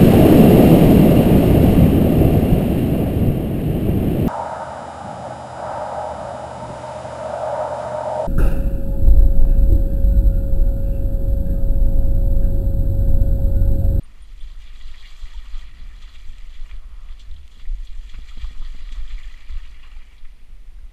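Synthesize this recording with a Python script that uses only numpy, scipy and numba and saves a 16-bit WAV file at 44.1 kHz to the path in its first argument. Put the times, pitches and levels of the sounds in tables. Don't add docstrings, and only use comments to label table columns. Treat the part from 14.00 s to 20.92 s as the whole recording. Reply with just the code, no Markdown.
import sys
import numpy as np
from scipy import signal
from scipy.fft import rfft, irfft, next_fast_len
from scipy.io import wavfile
from scipy.ndimage import uniform_filter1d
from numba import njit

SR = 44100
rng = np.random.default_rng(int(sys.argv[2]) if len(sys.argv) > 2 else 0)


def master_out(mix):
    frames = np.transpose(np.atleast_2d(mix))
    ceiling = np.clip(frames, -1, 1)
    pcm = np.round(ceiling * 32767).astype(np.int16)
    wavfile.write(sys.argv[1], SR, pcm)


N = 305172

# centre_hz, width_hz, boost_db
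CASE_RESONANCES = [(1216, 480, 13), (1925, 376, 12), (2350, 275, 9.5), (2840, 70, 7), (3352, 435, 11.5),
                   (4076, 340, 7.5), (4695, 92, 8), (6000, 140, 5), (7180, 1670, 7)]
# frequency_hz, density_db (per Hz)
OUTSIDE_SPECTRUM = [(400, -3.5), (900, -9), (1600, -12.5), (3000, -3), (4500, -9), (5500, -14.5),
                    (8000, -15), (10000, -20.5), (15000, -21.5)]


def undb(db):
    return 10 ** (np.asarray(db) / 20)


def level(x, db):
    return x * undb(db) / np.sqrt(np.mean(x ** 2))


def curves(table):
    s, *columns = np.transpose(table)
    return [np.interp(np.arange(N) / SR, s, column) for column in columns]


def colour(x, spectrum, peaks=()):
    size = next_fast_len(len(x) + SR)
    hz = np.arange(size // 2 + 1) * SR / size + 1e-3
    point_hz, point_db = np.transpose(spectrum)
    db = np.interp(np.log(hz), np.log(point_hz), point_db)
    for centre, width, boost_db in peaks:
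        db = db + boost_db / (1 + (2 * (hz - centre) / width) ** 2)
    cepstrum = irfft(db * np.log(10) / 20, size)
    cepstrum[1:size // 2] *= 2
    cepstrum[size // 2 + 1:] = 0
    response = np.exp(rfft(cepstrum))
    return irfft(rfft(x, size) * response, size)[:N]


def band(x, lo_hz, hi_hz, order=3):
    return signal.sosfilt(signal.butter(order, [lo_hz, hi_hz], "band", fs=SR, output="sos"), x)


def walk(rate):
    hold = int(SR / rate)
    steps = np.repeat(rng.standard_normal(N // hold + 1), hold)
    return 1.3 * uniform_filter1d(uniform_filter1d(steps, hold), hold)[:N]


def steady(x, hold_s, share):
    power = uniform_filter1d(x ** 2, int(hold_s * SR))
    return level(x / power ** (share / 2), 0)


def swell(s, db, rise_s, fall_s):
    coarse = np.arange(0, N, 64)
    t = coarse / SR - np.array(s)[:, None]
    bell = np.exp(-(t / np.where(t < 0, rise_s, fall_s)) ** 2)
    power = undb(2 * np.array(db))[:, None] * bell
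    return np.interp(np.arange(N), coarse, power.sum(axis=0))


@njit
def rings(start, hz, cycles, glide, size, n):
    y = np.zeros(n)
    for g in range(len(start)):
        length = cycles[g] * SR / hz[g]
        phase = 0.
        for i in range(min(int(5 * length), n - start[g])):
            phase += 2 * np.pi * hz[g] * (1 + glide * i / length) / SR
            y[start[g] + i] += size[g] * np.exp(-i / length) * np.sin(phase)
    return y


def drops(count, lo_hz, hi_hz, cycles, glide, scatter_db):
    when, pitch, loudness, damping = rng.random((count, 4)).T
    start = (when * N).astype(np.int64)
    hz = lo_hz * (hi_hz / lo_hz) ** pitch
    size = undb(scatter_db * np.minimum(-np.log(1 - loudness), 3))
    return level(rings(start, hz, cycles * (.5 + damping), glide, size, N), 0)


def wind():
    # frequency_hz, density_db (per Hz)
    rumble = [(3, -12), (8, -2), (16, 2), (22, -3.5), (30, -10), (40, -12), (50, -13), (60, -19.5),
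              (80, -30), (100, -38), (140, -48), (250, -90)]
    # start_s, deep_db, upper_db
    breeze = [(0, -37, -54), (.6, -32.5, -44), (1.4, -33.5, -59.5), (2.0, -35, -45.5), (2.7, -28, -52),
              (3.5, -37.5, -49.5), (3.8, -33, -46.5), (5.15, -24, -47.5), (5.4, -34, -61),
              (5.65, -29.5, -48), (6.1, -41, -54), (6.87, -31.5, -59), (6.92, -59, -59)]
    # peak_s, deep_db, upper_db
    buffets = [(.44, -27, -46), (.86, -24, -47), (1.25, -26.5, -40), (1.39, -27, -40.5), (1.54, -22, -45),
               (1.64, -38, -38.5), (1.84, -28.5, -65), (2.28, -29, -34), (2.63, -26, -43),
               (2.75, -43, -35.5), (3.09, -30.5, -40), (3.33, -27, -41), (3.665, -25.5, -41),
               (3.715, -19, -40), (3.775, -25.5, -41), (3.94, -22, -52), (4.18, -29, -40.5),
               (4.431, -21, -30), (4.62, -21.5, -45), (5.0, -25, -35), (5.542, -20, -33),
               (5.96, -27.5, -64), (6.24, -27.5, -62), (6.52, -33, -44), (6.84, -37, -41.5)]
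    # peak_s, level_db, half_width_s (to 1/e of the power)
    flutters = [(0.1, -65, 0.16), (1.82, -59.5, 0.14), (3.1, -64, 0.23)]
    rise_s, fall_s = 0.023, 0.03
    deep_stretch = 1.33
    flutter_floor_db = -71

    deep_calm_db, upper_calm_db = curves(breeze)
    s, deep_db, upper_db = np.transpose(buffets)
    deep_swell = swell(s, deep_db, deep_stretch * rise_s, deep_stretch * fall_s)
    deep_gain = np.sqrt(undb(2 * deep_calm_db) + deep_swell)
    upper_gain = np.sqrt(undb(2 * upper_calm_db) + swell(s, upper_db, rise_s, fall_s))

    air = colour(rng.standard_normal(N + SR), rumble)
    low_air = signal.sosfilt(signal.butter(4, 45, fs=SR, output="sos"), air)
    high_air = signal.sosfilt(signal.butter(4, 45, "high", fs=SR, output="sos"), air)
    deep = steady(low_air, hold_s=0.12, share=0.85)
    upper = steady(high_air, hold_s=0.078, share=0.65)

    flutter = undb(2.5 * walk(15.)) * band(rng.standard_normal(N), 85, 210, order=2)
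    s, db, half_s = np.transpose(flutters)
    flutter_swell = swell(s, db, half_s[:, None], half_s[:, None])
    flutter_gain = np.sqrt(undb(2 * flutter_floor_db) + flutter_swell)
    return deep_gain * deep + upper_gain * upper + flutter_gain * level(flutter, 0)


def water():
    # start_s, wash_db, spray_db (relative to wash), slosh_db (relative to wash)
    thrown = [(0, -62.5, -1, -2), (.3, -61, 1, -7), (.48, -55, 1.5, -11), (.56, -65, 5, 1.5),
              (.62, -53, 2.5, -12), (.72, -52.5, -3, -12.5), (.84, -54.5, 3.5, -7.5), (1.15, -53, 3, -6.5),
              (1.62, -50.5, -0.5, -7), (1.72, -55.5, -1.5, -7.5), (2.12, -54.5, 1.5, -6.5),
              (2.24, -56.5, 1, -11), (2.72, -55, 0, -5), (2.85, -63.5, -2, 2), (3.12, -58.5, 0.5, -2.5),
              (3.45, -63, 0, -7.5), (3.62, -60.5, 4.5, -9), (3.71, -63, 1.5, -8), (3.8, -58.5, 3.5, -9.5),
              (4.3, -53.5, 1.5, -10.5), (4.7, -52, 2, -8.5), (4.97, -53.5, 0.5, -6.5),
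              (5.25, -49.5, -1.5, -12.5), (5.6, -52, -2, -8.5), (6.0, -54, -4.5, -9.5),
              (6.35, -66, -1.5, -9.5), (6.92, -73.5, -0.5, -1)]
    wash_db, spray_db, slosh_db = curves(thrown)
    mist_db = -13 + 1.3 * spray_db - 0.18 * (wash_db + 56)

    fizz = drops(count=7000, lo_hz=886.0, hi_hz=12800.0, cycles=0.85, glide=0.1, scatter_db=-3.5)
    droplets = drops(count=2500, lo_hz=1488.0, hi_hz=7520.0, cycles=3.16, glide=0.046, scatter_db=2.0)
    bubbles = drops(count=900, lo_hz=1700., hi_hz=6000., cycles=10., glide=0.02, scatter_db=2.)
    shower = level(np.diff(fizz + undb(-1.) * droplets, prepend=0), -2.5)
    rush = rng.standard_normal(N)
    heard = colour(rush + shower + undb(-12.) * bubbles, OUTSIDE_SPECTRUM, CASE_RESONANCES)

    surge = .5 * walk(40.) + 1.0 * walk(80.)
    wash = undb(surge + 0.5 * walk(30.)) * band(heard, 1600, 3227)
    slosh = undb(1.76 * surge + 0.51 * walk(30.)) * band(heard, 517, 1547)
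    spray = undb(surge + 1.0 * walk(30.)) * band(heard, 2900, 5000)
    mist = undb(.9 * surge + 1.6 * walk(30.)) * band(heard, 5300, 14500)
    mix = level(wash, 0)
    mix = mix + undb(slosh_db) * level(slosh, 0)
    mix = mix + undb(spray_db) * level(spray, 0)
    mix = mix + undb(mist_db) * level(mist, 0)
    return undb(wash_db) * mix


def hiss():
    # (per Hz, relative)
    hiss_spectrum = [(90, -4.5), (250, -11.5), (350, -15), (600, -17.5), (1300, -20), (1600, -22.5),
                     (2000, -16), (7500, -32), (9400, -31.5), (13500, -36), (15200, -41)]
    # centre_hz, width_hz, boost_db
    hiss_bands = [(250, 60, 4), (9500, 200, 9.5), (14300, 300, 6)]
    return level(colour(rng.standard_normal(N), hiss_spectrum, hiss_bands), -59.5)


def insect():
    # first_pulse_s, peak_db, pitch_hz
    chirps = [(0.036, -52.5, 9040), (.225, -53.5, 9080), (.407, -59, 9040)]
    spacing_s, half_s = 0.0089, 0.0033
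    t, out = np.arange(N) / SR, 0
    for s, db, hz in chirps:
        pulses = 0
        for k in range(3):
            pulses = pulses + undb(-1.8 * k * k) * np.exp(-((t - s - spacing_s * k) / half_s) ** 2)
        out = out + undb(db) * pulses * np.sin(2 * np.pi * hz * t)
    return out


def splats():
    # peak_s, level_db (RMS with the envelope's own RMS divided out), lo_hz, hi_hz, t60_s
    splat_table = [(0.410, -50, 2820, 3840, 0.11), (0.677, -50, 2370, 4260, 0.086),
                   (0.945, -46, 1600, 2640, 0.06), (1.043, -45.5, 1820, 2320, 0.22),
                   (1.056, -46.5, 2800, 4400, 0.17), (1.38, -50, 2780, 4320, 0.16),
                   (1.46, -51, 1000, 1450, 0.065), (1.593, -50, 2700, 8040, 0.11),
                   (2.027, -49.5, 2660, 8000, 0.17), (2.155, -46, 1630, 4500, 0.08),
                   (2.384, -48, 1800, 13000, 0.026), (2.545, -51, 1650, 4630, 0.27),
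                   (2.696, -48.5, 1030, 2420, 0.07), (2.713, -42, 1120, 3100, 0.031),
                   (2.765, -54, 1500, 8500, 0.039), (3.088, -50, 1500, 2620, 0.032),
                   (3.196, -52, 3000, 13000, 0.029), (3.205, -49, 3220, 7900, 0.15),
                   (3.314, -50.5, 3400, 4200, 0.038), (3.343, -57, 3000, 9500, 0.047),
                   (3.365, -48.5, 3140, 4000, 0.031), (3.479, -46.5, 3050, 14000, 0.011),
                   (3.519, -55, 2870, 8000, 0.12), (3.6, -48.5, 1000, 5000, 0.11),
                   (3.621, -60, 2600, 4500, 0.049), (3.655, -50.5, 1560, 2290, 0.068),
                   (3.851, -56, 4620, 14000, 0.14), (3.873, -46.5, 2900, 6000, 0.063),
                   (4.098, -48, 2680, 7840, 0.15), (4.144, -45.5, 1050, 2680, 0.11),
                   (4.288, -46.5, 1800, 8500, 0.11), (4.314, -49.5, 950, 1540, 0.083),
                   (4.419, -44.5, 1140, 6030, 0.22), (4.446, -45.5, 647, 1450, 0.056),
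                   (4.555, -53, 980, 1520, 0.1), (4.625, -53.5, 890, 1450, .25),
                   (4.891, -42.5, 1600, 2700, 0.019), (4.925, -44.5, 2600, 9800, 0.11),
                   (5.078, -47, 3000, 3700, 0.037), (5.107, -44, 1430, 4000, 0.13),
                   (5.183, -43, 1890, 2480, 0.063), (5.236, -45.5, 3000, 3600, .05),
                   (5.832, -49, 2440, 2900, 0.1), (5.84, -54, 960, 1400, 0.13),
                   (6.185, -55, 3380, 5000, 0.064), (6.252, -50.5, 1390, 2580, 0.061)]
    rise_share = 0.1
    tick_s = .0032
    out, t = np.zeros(N + SR), np.arange(SR // 4) / SR
    noise = colour(rng.standard_normal(N), OUTSIDE_SPECTRUM, CASE_RESONANCES)
    impulse = 1. * (np.arange(N) == 0)
    tick = colour(impulse, OUTSIDE_SPECTRUM, CASE_RESONANCES)[:len(t)]
    tick = level(tick, 0) * np.std(noise)
    for s, db, lo_hz, hi_hz, t60 in splat_table:
        rise_s = max(rise_share * t60, .0005)
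        at = int((s - rise_s) * SR)
        decay = 1000 ** (-(t - rise_s) / max(t60, .01))
        shape = np.minimum(t / rise_s, decay)
        late_tick = np.roll(tick, int(rise_s * SR))
        source = noise[at:at + len(t)] + tick_s / t60 * late_tick
        burst = shape * band(source, lo_hz, hi_hz, order=2)
        out[at:at + len(t)] += level(burst, db) * np.sqrt(np.mean(shape ** 2))
    return out[:N]


def plops():
    # peak_s, peak_db, pitch_hz (at the peak)
    plop_table = [(1.348, -47, 924), (5.968, -56, 860), (6.79, -60.5, 1600)]
    half_s, glide_per_s = .0075, 3.
    s, db, hz = np.transpose(plop_table)[:, :, None]
    u = np.arange(N) / SR - s
    tone = np.sin(2 * np.pi * hz * u * (1 + glide_per_s * u / 2))
    return (undb(db) * np.exp(-(u / half_s) ** 2) * tone).sum(axis=0)


def knocks():
    # start_s, level_db (before the modes' own levels)
    thumps = [(2.741, -49.5), (3.571, -49.5), (3.617, -49), (4.143, -43.5), (4.187, -40.5), (4.374, -38.5),
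              (4.51, -43), (4.545, -52), (4.569, -52), (4.615, -45), (4.747, -42.5), (4.817, -49.5),
              (4.918, -45), (4.968, -51), (5.497, -48), (6.501, -50)]
    # pitch_hz, level_db (added to the push), decay_cycles (to 1/e)
    modes = [(125, -5, 1.), (183, -1.5, 1.8), (245, -2.5, 2.6), (430, -8.5, 2.4), (720, -9, 1.8),
             (1300, -10, 1.5)]
    s, db = np.transpose(thumps)
    start = (s * SR).astype(np.int64)
    out = 0
    for hz, mode_db, cycles in modes:
        pitches, lengths = np.full(len(s), hz), np.full(len(s), cycles)
        out = out + rings(start, pitches.astype(float), lengths, 0., undb(db + mode_db), N)
    return out


def hum():
    start_s, length_s, peak_db, from_hz, to_hz = 3.24, 0.257, -36.5, 78, 62
    u = np.clip((np.arange(N) / SR - start_s) / length_s, 0, 1)
    phase = 2 * np.pi * np.cumsum(from_hz + (to_hz - from_hz) * u) / SR
    return undb(peak_db) * np.sin(np.pi * u) * np.sin(phase)


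def scene():
    noise_floor = hiss()
    wind_on_case = wind() + hum() + knocks()
    puddles = water() + splats() + plops()
    return (wind_on_case + puddles + insect() + noise_floor)[None]


def record(dry):
    return signal.sosfilt(signal.ellip(10, .2, 60, 15180, fs=SR, output="sos"), dry)


dry = scene()
out = record(dry)
master_out(out)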